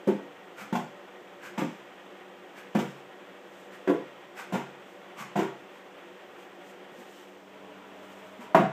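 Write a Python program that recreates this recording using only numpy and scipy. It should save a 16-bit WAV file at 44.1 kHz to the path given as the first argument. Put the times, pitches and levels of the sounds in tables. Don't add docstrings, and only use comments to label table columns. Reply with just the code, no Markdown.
import sys
import numpy as np
from scipy import signal
from scipy.fft import rfft, irfft
from scipy.io import wavfile

SR = 44100
rng = np.random.default_rng(int(sys.argv[2]) if len(sys.argv) > 2 else 0)


def wav_record(signal):
    frames = np.transpose(np.atleast_2d(signal))
    bounded = np.clip(frames, -1, 1)
    quanta = np.round(bounded * 32767).astype(np.int16)
    wavfile.write(sys.argv[1], SR, quanta)


N = 384552

THUD_BELOW_HZ, KNOCK_FROM_HZ = 270, 560
GRIP_DAMPING = 0.86
# f/Hz, relative level/dB
SLAP_EQ = [(600, -4), (950, 2), (1400, 1), (2000, -0.5), (3340, -11), (4300, -26.5), (5500, -27),
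           (7350, -26.5), (9820, -43), (13500, -35), (15500, -40)]
# t/s, thud/dB, ring/dB, knock/dB, slap/dB, smack/dB, ring centre/Hz, attack/s
HAND_HITS = [(0.072, -31, -25.5, -57, -41, -55, 410, 0.0036),
             (.082, -48, -33, -35.5, -46, -59, 336, 0.0034),
             (.725, -30, -39.5, -36.5, -39.5, -47, 325, 0.0018),
             (.751, -50, -52, -34.5, -45, -47.5, 400, 0.0013),
             (1.575, -33, -35, -32.5, -33, -40.5, 315, 0.0078),
             (1.613, -39, -35, -43, -43, -68, 323, 0.0062),
             (2.748, -28.5, -30, -33.5, -33, -46, 348, 0.0052),
             (2.786, -39, -36, -39, -42, -44, 400, 0.0045), (3.873, -38, -32.5, -41, -35, -50, 370, 0.0018),
             (3.895, -36.5, -26, -35.5, -55, -74, 353, 0.0022),
             (4.521, -27.5, -40, -36.5, -38, -42.5, 350, 0.01),
             (4.536, -42, -31.5, -25, -32.5, -49, 397, 0.022),
             (5.354, -32, -33.5, -25, -31, -40, 347, 0.013),
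             (5.388, -37, -34.5, -40.5, -36, -50.5, 378, 0.0023),
             (5.428, -61, -54, -37.5, -55, -60, 350, 0.0032),
             (8.546, -29.5, -25.5, -18, -22, -44.5, 340, 0.0015),
             (8.592, -27, -32.5, -43, -46, -68, 330, 0.0028)]


def hand_landings():
    out, t = np.zeros(N), np.arange(SR) / SR
    settle_s, smack_rise_s, skin_decay_s = 0.0095, 0.0045, 0.03
    smack, slap = crossover(coloured(grains(0.94), SLAP_EQ), "high", 4300)
    for s, thud_db, ring_db, knock_db, slap_db, smack_db, ring_hz, attack_s in HAND_HITS:
        settling = rng.standard_normal(len(t)) * np.exp(-t / settle_s)
        force = .5 * settling / np.sqrt(np.sum(settling ** 2))
        force[0] += 1
        i = round(s * SR)
        n = min(len(t), N - i)
        age = t[:n]
        wood = ringing_wood(force, struck_modes(thud_db, ring_db, knock_db, ring_hz))[:n]
        skin = from_db(slap_db) * slap[i:i + n]
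        skin += from_db(smack_db) * smack[i:i + n] * np.minimum(age / smack_rise_s, 1)
        pressing = (1 - np.exp(-age / attack_s)) ** 1.14
        out[i:i + n] += in_room(pressing * (wood + skin * np.exp(-age / skin_decay_s)))
    return low_cut(out, 115)


# f/Hz, relative level/dB, T60/s
WOOD_MODES = [(137.3, -7, 0.56), (163.8, -2, 0.36), (199.2, 13, 0.14), (234.7, 1.5, 0.26),
              (245.7, -3, 0.13), (288.3, 4, 0.26), (322, 3.5, 0.24), (354.6, 11.5, 0.1), (386.4, 2.5, 0.34),
              (421.2, 0, 0.24), (473, 2, 0.23), (525.5, 12.5, 0.11), (637.2, 4.5, 0.09), (690.3, 7, 0.079),
              (739.5, 8, 0.067), (862, 7, 0.082), (943, 7, 0.11), (1022, 7, 0.076), (1131, 7, 0.07),
              (1350, 0, 0.026), (1413, 10.5, 0.05), (1540, 7, 0.049)]


def struck_modes(thud_db, ring_db, knock_db, ring_hz):
    knock_hz = 1.96 * ring_hz

    def drive_db(hz):
        if hz < THUD_BELOW_HZ:
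            return thud_db
        if hz < KNOCK_FROM_HZ:
            return ring_db - 14 * abs(np.log2(hz / ring_hz))
        return knock_db - 9 * abs(np.log2(hz / knock_hz))
    return [(hz, db + drive_db(hz), GRIP_DAMPING * t60) for hz, db, t60 in WOOD_MODES]


def ringing_wood(force, modes):
    out = 0
    for (hz, db, t60), (turn, detune) in zip(modes, rng.random((len(modes), 2))):
        decay = from_db(-60 / (t60 * SR))
        step = 2 * np.pi * hz * (1 + 0.032 * (detune - .5)) / SR
        phase = 2 * np.pi * turn
        onset = [np.sin(phase), decay * np.sin(step - phase)]
        feedback = [1, -2 * decay * np.cos(step), decay * decay]
        out = out + from_db(db) * signal.lfilter(onset, feedback, force)
    return out


# f/Hz, relative level/dB
SCRAPE_EQ = [(350, -39), (700, -4.5), (1100, -2), (1600, -6), (2340, -3.5), (3980, -19), (7850, -18),
             (10000, -31), (13000, -23.5), (15500, -33)]
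# peak t/s, level/dB, rub f/Hz
FINGER_SLIPS = [(0.607, -41, 1423), (1.457, -43.5, 1620), (2.584, -49, 1640), (3.743, -51, 1750),
                (4.397, -41, 1540), (5.205, -38.5, 1130), (8.43, -50, 950)]


def finger_scrapes():
    grit = grains(1.3)
    skin, pull, panel_send_db = 0, 0, -47
    for s, db, rub_hz in FINGER_SLIPS:
        slide = swell(s, db, rise_s=0.03, fall_s=0.029)
        skin += slide * coloured(grit, SCRAPE_EQ, [(rub_hz, 140, 13)])
        pull += slide * grit
    low_modes = [(hz, db + panel_send_db, GRIP_DAMPING * t60)
                 for hz, db, t60 in WOOD_MODES if hz < THUD_BELOW_HZ]
    return skin + ringing_wood(pull, low_modes)


# t/s, level/dB, f/Hz
FOOTFALLS = [(6.919, -49, 185), (6.98, -52, 241), (8.39, -45, 230)]


def footsteps():
    out = np.zeros(N)
    for s, db, hz in FOOTFALLS:
        age = np.maximum(np.arange(N) / SR - s, 0)
        push = age / 0.0059 * np.exp(1 - age / 0.0077)
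        out += from_db(db) * push * np.sin(2 * np.pi * hz * age)
    return out


# f/Hz, relative level/dB
CLOTH_EQ = [(1500, -30), (3000, 3), (4500, -8.5), (6500, -5.5), (8200, -7), (10000, -19.5), (13000, -10.5),
            (15500, -17)]
# peak t/s, level/dB, half length/s
CLOTH_MOVES = [(1.72, -68, 0.12), (2.9, -65, 0.12), (3.596, -64.5, 0.096), (4.91, -68, .08),
               (5.758, -64.5, .035), (6.41, -65.5, .06), (6.683, -62, 0.055), (6.992, -65, .07),
               (7.16, -61, 0.13), (8.156, -64.5, 0.26)]


def clothes():
    movement = sum(swell(s, db, half_s, half_s) for s, db, half_s in CLOTH_MOVES)
    return movement * coloured(grains(1.3), CLOTH_EQ)


# f/Hz, relative level/dB
AIR_EQ = [(15, -82), (25, -59), (59, -40), (86, -19.5), (160, -14), (183, -1.5), (221, -10), (281, -5.5),
          (313, -9), (349, -2.5), (1270, -10.5), (1900, -14), (3340, -18), (4500, -39), (15500, -51.5)]
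# f/Hz, width/Hz, boost/dB
EARLY_DUCT_PEAKS = [(359, 34, 9), (489, 22, 8), (519, 19, 4.5), (577, 25, 9), (755, 61, 6), (1886, 48, 7)]
LATE_DUCT_PEAKS = [(384, 34, 0), (810, 67, 3), (970, 53, 4.5)]
# low band level/dB, upper band level/dB
RUSH_LEVELS = [(-51.5, -54), (-53, -54)]
# f/Hz, width/Hz, boost/dB
DRONE_PEAKS = [(430, 20, 18), (539, 21, 10), (612, 26, 19), (632, 20, 12)]


def fan():
    rush, late, drone_db = 0, ambience_crossfade(), -54
    ducts = (EARLY_DUCT_PEAKS, LATE_DUCT_PEAKS)
    for fade, peaks, (low_db, upper_db) in zip((1 - late, late), ducts, RUSH_LEVELS):
        air = coloured(rng.standard_normal(N), AIR_EQ, peaks)
        low, upper = crossover(air, "low", 900)
        rush += fade * from_db(low_db + 0.14 * drift(9.8)) * low
        rush += fade * from_db(upper_db + 1.07 * drift(9.1)) * upper
    drone_eq = [(250, -41), (400, 4), (700, -0.5), (1100, -40)]
    drone = coloured(rng.standard_normal(N), drone_eq, DRONE_PEAKS)
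    return rush + from_db(drone_db) * late * drone


MOTOR_HZ, HUM_WAVER_DB = 97.4, 1
# early level/dB, late level/dB
HUM_LEVELS = [(-88, -71), (-65, -60.5), (-65.5, -58.5)]


def motor_hum():
    phase = 2 * np.pi * np.cumsum(MOTOR_HZ * (1 + 0.0035 * drift(1.36))) / SR
    hum, late = 0, ambience_crossfade()
    for harmonic, (early_db, late_db) in enumerate(HUM_LEVELS, 1):
        level = from_db(early_db) * (1 - late) + from_db(late_db) * late
        waver = from_db(HUM_WAVER_DB * drift(rate_hz=1))
        hum += np.sqrt(2) * level * waver * np.sin(harmonic * phase)
    return hum


def ambience_crossfade():
    return np.interp(np.arange(N) / SR, (7.06, 7.66), [0, 1])


REVERB_DB, REVERB_LOW_CUT_HZ = -2, 146
# f/Hz, T60/s
ROOM_DECAY = [(100, 0.4), (250, 0.24), (500, 0.33), (1500, 0.48), (5000, 0.52), (15000, 0.083)]


def in_room(x):
    length = int(.6 * SR)
    t, hz = np.arange(length) / SR, np.fft.rfftfreq(length, 1 / SR)
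    white = rfft(rng.standard_normal(length))
    edges = 40 * 2 ** np.arange(0, 9.1, 1 / 3)
    arrival = np.clip((t - .003) / 0.0044, 0, 1)
    tail = 0
    for low, high in zip(edges, edges[1:]):
        band = irfft(white * (hz >= low) * (hz < high), length)
        decay = from_db(-60 * t / at_hz(ROOM_DECAY, low))
        tail += rms_one(band * decay * arrival) * np.sqrt(low)
    tail = low_cut(tail / np.sqrt(np.sum(tail ** 2)), REVERB_LOW_CUT_HZ, order=1)
    return x + from_db(REVERB_DB) * signal.fftconvolve(x, tail)[:len(x)]


def grains(spread_db):
    return rng.standard_normal(N) * from_db(spread_db * drift(23))


def drift(rate_hz):
    control_hz = 60
    knots = rng.standard_normal(int(N / SR * control_hz) + 2)
    memory = np.exp(-2 * np.pi * rate_hz / control_hz)
    slow = rms_one(signal.lfilter([1], [1, -memory], knots))
    return np.interp(np.arange(N) / SR * control_hz, np.arange(len(slow)), slow)


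def swell(peak_s, db, rise_s, fall_s):
    t = np.arange(N) / SR - peak_s
    return from_db(db) * np.exp(-(t / np.where(t < 0, rise_s, fall_s)) ** 2)


def coloured(x, eq, peaks=()):
    hz = np.fft.rfftfreq(len(x), 1 / SR)
    boost_db = sum(db / (1 + (2 * (hz - centre) / width) ** 2) for centre, width, db in peaks)
    return rms_one(irfft(rfft(x) * from_db(at_hz(eq, hz) + boost_db), len(x)))


def at_hz(curve, hz):
    freqs, values = np.array(curve).T
    return np.interp(np.log(np.maximum(hz, 1)), np.log(freqs), values)


def crossover(x, side, hz):
    band = signal.sosfiltfilt(signal.butter(2, hz, side, fs=SR, output="sos"), x)
    return rms_one(band), rms_one(x - band)


def low_cut(x, hz, order=2):
    return signal.sosfilt(signal.butter(order, hz, "high", fs=SR, output="sos"), x)


def from_db(db):
    return 10 ** (np.asarray(db) / 20)


def rms_one(x):
    return x / np.sqrt(np.mean(x ** 2) + 1e-20)


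def scene():
    climber = clothes() + hand_landings() + in_room(finger_scrapes() + footsteps())
    return (climber + fan() + motor_hum())[None]


HISS_DB, RUMBLE_DB, TOP_CUT_HZ = -69, -90, 15750
# f/Hz, relative level/dB
HISS_EQ = [(2060, -44), (3500, -10.5), (4410, -11.5), (6360, -11.5), (8210, -13.5), (10100, -30),
           (13500, -17), (15500, -20)]


def record(dry):
    thin = low_cut(dry, 110)
    hiss = from_db(HISS_DB) * coloured(rng.standard_normal(N), HISS_EQ)
    rumble = from_db(RUMBLE_DB) * coloured(rng.standard_normal(N), [(15, -4), (70, -1), (200, -43)])
    return signal.sosfilt(signal.cheby2(20, 60, TOP_CUT_HZ, fs=SR, output="sos"), thin + hiss + rumble)


dry = scene()
out = record(dry)
wav_record(out)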